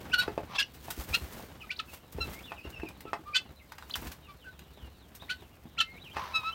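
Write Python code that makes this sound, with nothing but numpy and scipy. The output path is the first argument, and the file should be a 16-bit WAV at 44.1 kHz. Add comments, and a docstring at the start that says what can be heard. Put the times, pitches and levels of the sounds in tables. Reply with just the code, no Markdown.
"""A flock of guineafowl on straw in a small shed of boards, tin and wire, heard close for six and a half seconds.
From the start feet stir the litter, crackle over dull scuff, and faint random peeps come back off the walls.
At once come loud birds: the high syrinx voice glides, the low reedy one breaks into a rasp, open beaks hiss.
Knocks soon ring the boards, straws snap, low steps and wing beats thump, soft peeps bend among soft low tones.
After the last knock tin or wire rings near 1040 Hz; close walls echo voices, tones, knocks and snaps."""
import sys
import numpy as np
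from scipy import signal
from scipy.fft import rfft, irfft
from scipy.io import wavfile

SR = 44100
rng = np.random.default_rng(int(sys.argv[2]) if len(sys.argv) > 2 else 0)


def generate_wav(sig):
    """Save sig (samples, or channels by samples) to the path in sys.argv[1] as 16-bit PCM at SR."""
    pcm = np.round(np.clip(np.atleast_2d(sig).T, -1, 1) * 32767).astype(np.int16)
    wavfile.write(sys.argv[1], SR, pcm)


N = 288414  # samples


def amp(db):
    """Decibels to a linear factor."""
    return 10 ** (np.asarray(db) / 20)


def evened(x):
    """Scales x to rms 1."""
    return x / np.sqrt(np.mean(x ** 2) + 1e-20)


def read(points, hz):
    """Reads a table of (f/Hz, value) along a logarithmic frequency axis."""
    f, value = np.transpose(points)
    return np.interp(np.log(hz + 1), np.log(f + 1), value)


def add(mix, s, sound):
    """Lays a sound into the mix at s seconds, trimmed where it overhangs."""
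    start = round(s * SR)
    sound = sound[max(-start, 0):]
    part = mix[max(start, 0):][:len(sound)]
    part += sound[:len(part)]


def colour(x, points, tilt_db=0):
    """Gives x a spectrum, tilted by so many dB an octave, at rms 1."""
    hz = np.fft.rfftfreq(len(x), 1 / SR)
    gains = amp(read(points, hz) + tilt_db * np.log2(hz + 1))
    return evened(irfft(rfft(x) * gains, len(x)))


def filtered(x, hz, kind):
    """A second-order high or low pass."""
    return signal.sosfilt(signal.butter(2, hz, kind, fs=SR, output="sos"), x)


def wander(size, hz):
    """Random drift, mostly slower than hz, at rms 1."""
    noise = rng.standard_normal(size + SR // 20)  # the extra lets the filter settle
    return evened(filtered(noise, hz, "low")[-size:])


def faded(x):
    """Rounds off both ends over a millisecond or two."""
    return x * signal.windows.tukey(len(x), min(1, SR / 300 / len(x)))


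def swell(rise, fall, depth_db, curve, snap=1):
    """One push: time from its loudest moment, and the dB by which it lies under that moment."""
    t = np.arange(-rise, fall, 1 / SR)
    rising = abs(t / rise) ** (curve * snap)
    falling = abs(t / fall) ** curve
    return t, -depth_db * np.where(t < 0, rising, falling)


def patter(per_s, decay_s, bed, spread_db=3.3):
    """Noise in small bursts of uneven size, each sudden and dying fast, over a steady bed."""
    sizes_db = spread_db * np.minimum(rng.exponential(1, N), 3)
    power = (rng.random(N) < per_s / SR) * amp(sizes_db) ** 2
    power = signal.lfilter([1], [1, -np.exp(-1 / (decay_s * SR))], power)
    return rng.standard_normal(N) * np.sqrt(abs(bed) + power / power.mean())


# spectra of crackling straw, scuffed litter and rumbling air: f/Hz, relative level/dB
STRAW = [(200, -52), (900, 5.5), (4000, 2), (8500, -0.5), (10500, -2), (13000, 2.5)]
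LITTER = [(20, -8), (55, 5.5), (160, 4), (350, -2), (800, -6.5), (3000, -17), (16000, -47)]
RUMBLE = [(20, -39), (42, -18.5), (70, 3.5), (110, -20), (250, -21), (16000, -94)]
# feet stirring the litter: loudest moment t/s, rise t/s, fall t/s,
# crackle of straw level/dB, dull scuff level/dB (both before the lifts in shuffle)
SHUFFLES = [(0.01, 0.03, 0.99, -61.5, -46.0), (0.85, 0.09, 0.27, -54.5, -52.0),
            (1.01, 0.08, 0.09, -46.5, -45.5), (1.09, 0.03, 0.38, -49.5, -46.5),
            (1.21, 0.02, 1.28, -62.0, -52.5), (1.335, 0.05, 0.06, -53, -54),
            (1.39, 0.16, 0.14, -56.0, -47.0), (1.94, 0.08, 0.06, -52.0, -55.0),
            (2.26, 0.16, 0.42, -56, -47), (2.34, 0.06, 0.04, -49.5, -54.0),
            (2.65, 0.02, 0.91, -69.5, -51.5), (4.07, 0.32, 0.12, -54.5, -48.0),
            (4.82, 0.1, 0.22, -75.0, -54.0), (5.22, 0.04, 0.45, -67.0, -55.0),
            (6.4, 0.73, 0.3, -63.0, -56.5)]
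SHUFFLE_DEPTH_DB, SHUFFLE_CURVE = 20, 1.1
IDLE_STRAW_DB, IDLE_SCUFF_DB = -70.5, -59.5  # before the same lifts: the flock is never quite still


def shuffle():
    """Crackling straw over the dull scuff of feet, and a low rumble of air."""
    straw_power = np.full(N, amp(IDLE_STRAW_DB) ** 2)
    scuff_power = np.full(N, amp(IDLE_SCUFF_DB) ** 2)
    for s, rise, fall, straw_db, scuff_db in SHUFFLES:
        t, push_db = swell(rise, fall, SHUFFLE_DEPTH_DB, SHUFFLE_CURVE)
        add(straw_power, s - rise, amp(straw_db + push_db) ** 2)
        add(scuff_power, s - rise, amp(scuff_db + push_db) ** 2)
    straw = colour(patter(per_s=260, decay_s=.0016, bed=1.3), STRAW)
    straw = straw * np.sqrt(straw_power) * amp(4.4 + 1.2 * wander(N, 25))
    scuff = colour(patter(per_s=55, decay_s=.007, bed=.9), LITTER)
    scuff = scuff * np.sqrt(scuff_power) * amp(2.2)
    rumble = amp(-59) * colour(rng.standard_normal(N), RUMBLE)
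    return straw + scuff + rumble


# strength of the high voice's octave, by where it falls: f/Hz, level/dB under the fundamental
OCTAVE = [(4200, -22), (5400, -11), (6800, -33)]
PRESSED_DB = -31  # softer tones than this grow ever purer


def high_voice(hz, db, waver, strain, flutter_db=2.4):
    """A nearly pure gliding tone that trembles in pitch and strength; the faster the slide, the rougher."""
    octaves_per_s = abs(np.gradient(np.log2(hz))) * SR
    tremble = (waver + strain * octaves_per_s) * wander(len(hz), 250)
    phase = 2 * np.pi * np.cumsum(hz * (1 + tremble)) / SR
    size = np.sqrt(2) * amp(db + flutter_db * wander(len(hz), 190))
    octave = amp(read(OCTAVE, 2 * hz) + np.minimum(db - PRESSED_DB, 0) / 2)
    return faded(size * (np.sin(phase) + octave * np.sin(2 * phase)))


PEEP_DEPTH_DB, PEEP_CURVE = 11, 2.2
PEEP_TOP = .45  # a peep is loudest at this share of its length
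# peeps fainter than this come from the back of the flock, ever more blurred in pitch (share of pitch per dB)
NEAR_DB, BLUR_PER_DB = -55, .0015


def peep(s, length, first_hz, mid_hz, last_hz, db, waver=.002, strain=.002):
    """A wobbly slide that bends smoothly through three pitches."""
    t, push_db = swell(PEEP_TOP * length, (1 - PEEP_TOP) * length, PEEP_DEPTH_DB, PEEP_CURVE)
    bend = np.polyfit([-1, 0, 1], [first_hz, mid_hz, last_hz], 2)
    hz = np.polyval(bend, np.linspace(-1, 1, len(t)))
    blur = BLUR_PER_DB * max(NEAR_DB - db, 0)
    return s, high_voice(hz, db + push_db, waver + blur, strain)


# the rest of the flock, heard only off the walls (level before the echo)
CHATTER_PER_S, CHATTER_DB, CHATTER_SPREAD_DB = 18, -72.5, 3
# range of first pitches, length of a peep, and its last pitch as a share of its first
CHATTER_LOW_HZ, CHATTER_HIGH_HZ, CHATTER_S, CHATTER_FALL = 3300, 5000, .11, .72


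def chatter():
    """Faint peeps at random moments and pitches, each with its own bend."""
    out = np.zeros(N)
    for when, high, loud, bend in rng.random((int(CHATTER_PER_S * N / SR), 4)):
        hz = CHATTER_LOW_HZ + high * (CHATTER_HIGH_HZ - CHATTER_LOW_HZ)
        mid_hz, last_hz = hz * CHATTER_FALL ** bend, hz * CHATTER_FALL
        db = CHATTER_DB + CHATTER_SPREAD_DB * (2 * loud - 1)
        add(out, *peep(when * N / SR, CHATTER_S, hz, mid_hz, last_hz, db))
    return out


WHISTLE_DEPTH_DB, WHISTLE_CURVE, WHISTLE_SNAP = 22, 1.25, 1.15


def whistle(s, rise, fall, first_hz, mid_hz, last_hz, level_db, waver=.008, strain=.0007):
    """The high voice slides one way as it swells and another as it fades."""
    t, push_db = swell(rise, fall, WHISTLE_DEPTH_DB, WHISTLE_CURVE, WHISTLE_SNAP)
    hz = np.interp(t, [-rise, 0, fall], [first_hz, mid_hz, last_hz])
    return s - rise, high_voice(hz, level_db + push_db, waver, strain)


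# whistles of the high voice: loudest moment t/s, rise t/s, fall t/s,
# first f/Hz, f/Hz when loudest, last f/Hz, level/dB before the bird mix
WHISTLES = [ (.137, .028, .02, 2200, 3100, 2750, -35), (.147, .008, .012, 3000, 2720, 2850, -35),
            (.207, .03, .026, 3850, 3890, 3840, -34.5), (.218, .012, .014, 2800, 2580, 2680, -39),
            (.562, .022, .024, 3100, 3400, 3650, -42), (.586, .005, .014, 2620, 2730, 2480, -27.5),
            (.611, .016, .009, 2500, 2860, 2900, -30), (.628, .006, .012, 2600, 2830, 2950, -27.5),
            (1.147, .022, .016, 2380, 2590, 2560, -29), (1.712, .021, .017, 1800, 2520, 3900, -35),
            (1.768, .014, .01, 2900, 4400, 6000, -50), (1.795, .008, .008, 5300, 3250, 1900, -35.5),
            (2.39, .11, .025, 1930, 2200, 2900, -50), (3.348, .018, .025, 2285, 2520, 2800, -33.5),
            (3.369, .018, .02, 2950, 3490, 3450, -31), (3.388, .024, .022, 2800, 2600, 2650, -40),
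            (3.912, .012, .005, 2600, 4150, 5400, -41), (3.942, .006, .007, 5000, 3100, 2600, -30),
            (3.951, .004, .005, 2800, 3200, 3500, -39), (5.309, .026, .016, 1802, 2930, 3350, -37),
            (5.793, .023, .005, 1800, 3650, 3600, -34), (5.804, .008, .012, 3600, 3130, 2950, -25.5),
            (5.976, .05, .025, 2150, 2200, 3200, -52), (6.026, .035, .015, 3250, 3950, 3700, -56),
            (6.12, .022, .035, 2350, 3220, 3000, -53), (6.536, .03, .01, 2700, 3080, 3100, -47), ]
WALL_S, WALL_DB = .0026, -8  # the nearest wall beats against a quick glide


def whistles():
    """Every whistle, with one early reflection from the nearest wall."""
    out = np.zeros(N)
    for row in WHISTLES:
        add(out, *whistle(*row))
    add(out, WALL_S, amp(WALL_DB) * out)
    return out


SIZZLE_FROM_HZ, SIZZLE_FULL_HZ = 7500, 11500  # where a cry's sizzle sets in and is full


def sizzled(points, db):
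    """A spectrum with its top raised, in full from SIZZLE_FULL_HZ up."""
    return [(hz, level + np.interp(hz, [SIZZLE_FROM_HZ, SIZZLE_FULL_HZ], [0, db])) for hz, level in points]


def rasp(phase, breath=.55, stumble=.04, flutter_db=2):
    """Driven hard, the voice repeats only every third cycle: ragged lines between the overtones, and some air."""
    n, k = len(phase), np.arange(2, 31)[:, None]  # k counts thirds of the pitch
    cycles = np.gradient(phase) / (2 * np.pi)
    slip = 2 * np.pi * np.cumsum(cycles * stumble * wander(n, 420))
    lines = np.sin(k * (phase + slip) / 3 + 2 * np.pi * rng.random(k.shape))
    return (evened(lines.sum(0)) + breath * rng.standard_normal(n)) * amp(flutter_db * wander(n, 300))


# spectra of the low voice's overtones and of its rasp: f/Hz, relative level/dB
THROAT = [(1100, -3.5), (1450, 2), (2100, -1), (2650, -4.5), (2950, -8), (4000, -9), (4400, -8),
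          (5200, -19), (7600, -28), (8900, -19.5), (10500, -47), (12700, -13), (16000, -46)]
RASP = [(300, -88), (900, -24.5), (1500, -4), (2100, -6.5), (3000, -2), (4300, -3), (5200, -12),
        (7500, -24), (9000, -22), (10500, -27), (12500, -29), (16000, -34)]
# a cry swells from this far down and sinks back; the curve rounds its top, the snap shapes its start
CRY_DEPTH_DB, CRY_CURVE, CRY_SNAP = 25, 1.3, 1.75
PITCH_OCTAVES_PER_DB = .001  # pitch rises a little with effort
SMEAR = .9  # stray of a rough cry's overtones, radians per octave above the fundamental


def cry(s, rise, fall, pitch_hz, glide, level_db, rough, bright_db, sizzle_db=0,
        jitter=0.03, waver=0.004, stagger=.008):
    """A reedy stack through the throat; driven hard, its cycles stumble, overtones break up and it sheds noise."""
    t, push_db = swell(rise, fall, CRY_DEPTH_DB, CRY_CURVE, CRY_SNAP)
    hz = pitch_hz * 2 ** (glide * t + PITCH_OCTAVES_PER_DB * push_db)
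    db = level_db + push_db
    rough, n = np.clip(rough, 0, 1), len(hz)
    unsteady = jitter * rough * wander(n, 880) + (waver + stagger * rough) * wander(n, 82)
    phase = 2 * np.pi * np.cumsum(hz * (1 + unsteady)) / SR
    k = np.arange(1, 12)[:, None]
    # an open beak lifts the first overtones over the fundamental
    lift_db = bright_db * np.minimum(np.log2(k), 1.2)
    # the top ones need effort as well
    effort_db = .6 * np.minimum(db + 13.5, 0) * np.maximum(np.log2(k / 3), 0)
    throat_db = read(sizzled(THROAT, sizzle_db), k * hz)
    gains = amp(throat_db + lift_db + effort_db) * (k * hz < SR / 2)
    # in a rough cry each overtone strays on its own
    stray = SMEAR * rough * np.log2(k) * np.array([wander(n, 130) for _ in k])
    stack = np.sqrt(2) * (gains * np.sin(k * phase + stray)).sum(0) / np.linalg.norm(gains, axis=0)
    grit = colour(rasp(phase), sizzled(RASP, sizzle_db))
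    return s - rise, faded(amp(db) * (np.sqrt(1 - rough ** 2) * stack + rough * grit))


# cries of the low voice: loudest moment t/s, rise t/s, fall t/s, pitch f/Hz, glide [octaves/s],
# level/dB before the bird mix, roughness [0-1], brightness [dB/octave], sizzle level/dB
CRIES = [ (.145, .016, .017, 1455, -6, -23.3, .3, -3, 3), (.159, .008, .024, 1480, -1.5, -33.5, .25, -1, 0),
         (.196, .025, .034, 1470, 1.1, -27.3, .16, 3, 12), (.224, .016, .045, 1450, -1, -39, .75, 0, 9),
         (.563, .025, .025, 1320, 0, -41.5, .8, 12, -2), (.601, .018, .034, 1668, -.5, -28, .7, 10, 2),
         (1.151, .018, .022, 1385, 5.5, -27.5, .55, 13, 5), (1.717, .014, .035, 1483, 1, -44, .75, 8, -3),
         (1.801, .006, .013, 1310, -8, -32, .5, 0, -8), (2.217, .014, .046, 1355, -.8, -33, .05, 14, 1),
         (3.364, .021, .034, 1535, .5, -26.5, .63, 9, -7),
         (4.308, .035, .035, 1170, -1, -51.5, .3, -10, -6), (5.306, .014, .045, 1460, 1.5, -34, .55, 0, 1),
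         (5.792, .013, .026, 1365, -1.8, -33.3, .11, 4, 0), (5.813, .009, .021, 1335, -.5, -25.3, .5, 8, 0),
         (6.362, .028, .054, 1303, -.45, -29, .08, 9, -7), (6.494, .084, .034, 1322, .9, -34.8, .1, -1, -7),
         ]


def cries():
    """Every cry of the low voice."""
    out = np.zeros(N)
    for row in CRIES:
        add(out, *cry(*row))
    return out


# spectrum of breath through a beak: f/Hz, relative level/dB
HISS = [(200, -28.5), (800, -0.5), (1040, 7), (1500, -5.5), (2800, -9.5), (6000, -17.5), (7500, -37),
        (16000, -32)]
HISS_DEPTH_DB, HISS_CURVE, HISS_SNAP = 22, .8, 2.2


def hiss(s, rise, fall, level_db, flutter_db=2.8):
    """Air through an open beak: fluttering noise without a tone."""
    t, push_db = swell(rise, fall, HISS_DEPTH_DB, HISS_CURVE, HISS_SNAP)
    size = amp(level_db + push_db + flutter_db * wander(len(t), 104))
    return s - rise, faded(size * colour(rng.standard_normal(len(t)), HISS))


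# hoarse hisses: loudest moment t/s, rise t/s, fall t/s, level/dB before the bird mix
HISSES = [(.228, .015, .06, -41), (.562, .085, .07, -41), (6.18, .05, .5, -41)]


def hisses():
    """Every hiss."""
    out = np.zeros(N)
    for row in HISSES:
        add(out, *hiss(*row))
    return out


def near_birds(coupling=0.61):
    """Both voices share one air stream, so the low one puts sidebands on the whistle."""
    low, high, air = cries(), whistles(), hisses()
    high = high * (1 + coupling * np.tanh(low / amp(-29)))
    high = filtered(high, 1200, "high")
    return amp(3) * low + amp(2.1) * high + amp(1.1) * air


# what the boards ring with: f/Hz, relative level/dB, t60 t/s
BOARDS = [(313, -1.5, 0.067), (428, -3, 0.08), (565, -6.5, 0.046), (696.6, 2, 0.041), (852, 3, 0.055),
          (1038, -3.5, 0.073), (1783, -4, 0.047), (2580, 1, 0.056)]
# knocks on the boards: t/s, peak level/dB, centre of the blow's spectrum f/Hz
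KNOCKS = [(.279, -27, 1400), (.281, -21, 450), (.378, -17.8, 580), (0.883, -31.5, 760), (.977, -35, 330),
          (1.396, -36, 800), (2.147, -36, 195), (2.185, -28, 450), (2.519, -25.5, 1150), (2.652, -37, 400),
          (2.799, -33, 1600), (2.833, -27, 348), (3.054, -32.5, 417), (3.132, -16.5, 1200),
          (3.193, -40, 330), (3.956, -30, 1600), (4.052, -34.5, 290), (5.224, -37.5, 950),
          (5.655, -38, 230), (6.168, -18.8, 1000)]


def knocks(crack_db=11, crack_s=0.0067, sharpness=0.85, dull_hz=3400):
    """A short crack, a push and the modes of the boards; each blow favours the modes near its centre."""
    out, t = np.zeros(N), np.arange(SR // 4) / SR
    for s, db, centre_hz in KNOCKS:
        ring = sum(amp(mode_db - 60 * t / t60) * np.sin(2 * np.pi * hz * t) for hz, mode_db, t60 in BOARDS)
        dulled = signal.lfilter(*signal.butter(1, dull_hz, fs=SR), rng.standard_normal(len(t)))
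        crack = dulled * amp(crack_db) * np.exp(-t / crack_s)
        push = amp(16) * np.sin(2 * np.pi * centre_hz * t) * np.exp(-t * centre_hz)
        blow = signal.lfilter(*signal.iirpeak(centre_hz, sharpness, SR), ring + crack + push)
        add(out, s, amp(db) * blow / abs(blow).max())
    return out


# straws snapping and pecks: t/s, peak level/dB, decay t/s, brightness [dB/octave]
SNAPS = [(.735, -43, .02, 0), (.903, -22.5, 0.008, 0), (2.122, -37, .009, 2.5), (2.702, -37.5, 0.0034, 1.5),
         (2.887, -36, 0.0033, -2), (3.006, -35.5, 0.0038, -0.5), (3.72, -31.5, 0.0036, -4.5),
         (3.782, -35, 0.0037, -5), (3.824, -33.5, 0.0025, -6), (3.897, -36.5, 0.0027, -4),
         (3.955, -22.5, 0.0051, -1), (4.017, -34, .005, 9), (4.068, -35, 0.0084, -2),
         (4.115, -34, 0.0097, -1.5), (4.592, -37, 0.0024, -2), (5.149, -35, 0.011, 2.5)]


def snaps(give=0.4):
    """Dry stalks give way, then break in a quick burst of splinters."""
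    out, t = np.zeros(N), np.arange(SR // 10) / SR
    for s, db, decay, bright_db in SNAPS:
        splinters = colour(rng.standard_normal(len(t)), STRAW, bright_db)
        burst = splinters * np.exp(-t / decay) * np.tanh(t / (give * decay))
        add(out, s, amp(db) * burst / abs(burst).max())
    return out


# heavy steps and wing beats: t/s, envelope peak level/dB before a 2 dB lift
THUMPS = [(0.982, -33.5), (1.099, -36), (1.22, -34.5), (2.151, -39), (2.199, -35.5), (2.66, -42),
          (2.79, -41), (3.968, -40), (4.061, -43), (4.822, -43), (6.15, -44)]


def thumps(hz=62, rise=.011):
    """Low pushes of a couple of cycles, each at its own pitch around hz."""
    out, t = np.zeros(N), np.arange(SR // 5) / SR
    for s, db in THUMPS:
        envelope = t / rise * np.exp(1 - t / rise)
        add(out, s, amp(db + 2) * envelope * np.sin(2 * np.pi * hz * rng.uniform(0.87, 1.19) * t))
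    return out


# soft peeps that scoop, arch or fall: start t/s, length t/s, first f/Hz, middle f/Hz, last f/Hz,
# level/dB before the scene mix
PEEPS = [ (1.605, .032, 3150, 2580, 2380, -45.5), (1.875, .04, 2700, 2600, 2560, -54),
         (1.92, .05, 2800, 2720, 2680, -55), (2.431, .04, 3250, 3560, 3250, -51),
         (2.437, .04, 3750, 3850, 3600, -57), (2.463, .07, 3100, 2620, 2380, -50),
         (2.565, .07, 3020, 2490, 2950, -49.5), (2.637, .035, 2950, 2720, 2920, -49),
         (2.722, .105, 2920, 2650, 2700, -46.5), (2.812, .035, 2800, 2550, 2250, -51),
         (2.85, .052, 2850, 2450, 2540, -47), (3.045, .06, 2950, 2550, 2300, -57),
         (3.555, .045, 3850, 4000, 3550, -61), (3.59, .04, 3000, 2250, 2050, -59),
         (4.21, .1, 3400, 2750, 2250, -63), (4.393, .085, 3900, 2850, 2450, -61),
         (4.76, .13, 3900, 3000, 2800, -62), (4.96, .13, 4900, 3650, 2900, -67),
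         (5.193, .06, 3000, 3850, 3450, -52.5), (5.38, .075, 4300, 3550, 3050, -64),
         (5.82, .17, 2060, 2130, 2200, -56), (5.89, .11, 4400, 4050, 3300, -64),
         (6.033, .072, 3700, 2680, 2400, -50), (6.135, .05, 2950, 2550, 2500, -56), ]


def peeps():
    """The peeps that stand out of the flock."""
    out = np.zeros(N)
    for row in PEEPS:
        add(out, *peep(*row))
    return out


# soft low tones, and last a ring of tin or wire after the last knock:
# loudest moment t/s, length scale t/s (times reach each way), pitch f/Hz, level/dB
SOFT_TONES = [(1.646, .025, 1275, -50), (3.09, 0.052, 1304, -47), (3.288, .05, 1180, -43.5),
              (3.323, 0.035, 1187, -47), (4.483, 0.062, 1507, -47), (6.22, .08, 1042, -42)]


def soft_tones(rough=.14, bright_db=-19, reach=.75, waver=.022):
    """Soft low tones and a ring of tin or wire, each a short swell of the cry's stack with hardly any overtones."""
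    out = np.zeros(N)
    for s, length, hz, db in SOFT_TONES:
        add(out, *cry(s, reach * length, reach * length, hz, 0, db, rough, bright_db, waver=waver))
    return out


# the shed's ring: f/Hz, t60 t/s
SHED = [(200, .15), (4500, .135), (14000, .1)]


def shed(x):
    """Close walls give sparse echoes from 3 ms on, each band dying at its own speed."""
    taps = np.zeros(SR // 2)
    at = np.arange(SR // 330, len(taps) - 20, 20)
    # one echo of random sign somewhere in every 20 samples
    taps[at + rng.integers(0, 20, len(at))] = rng.choice([-1, 1], len(at))
    hz, t, z = signal.stft(taps, SR, nperseg=256)
    decay = amp(-60 * t / read(SHED, hz)[:, None])
    tail = signal.istft(z * decay, SR, nperseg=256)[1]
    return signal.fftconvolve(x, tail / np.linalg.norm(tail))[:N]


def scene():
    """Birds, tones, knocks and feet, with the shed's answer to all but the thumps and shuffling."""
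    tonal = near_birds() + soft_tones()
    soft = peeps()
    hits = knocks() + snaps()
    echoes = shed(amp(-12.5) * tonal + amp(-5) * soft + amp(-5) * hits + chatter())
    return (tonal + amp(-1.7) * soft + hits + echoes + thumps() + shuffle())[None]


EDGE_HZ = 16000  # top of the band


def record(dry):
    """The microphone sheds the deepest bass; then the band limit."""
    dry = filtered(dry, 32, "high")
    band = signal.firwin(511, EDGE_HZ, window=("kaiser", 9), fs=SR)
    return signal.oaconvolve(dry, band[None], "same")


dry = scene()
out = record(dry)
generate_wav(out)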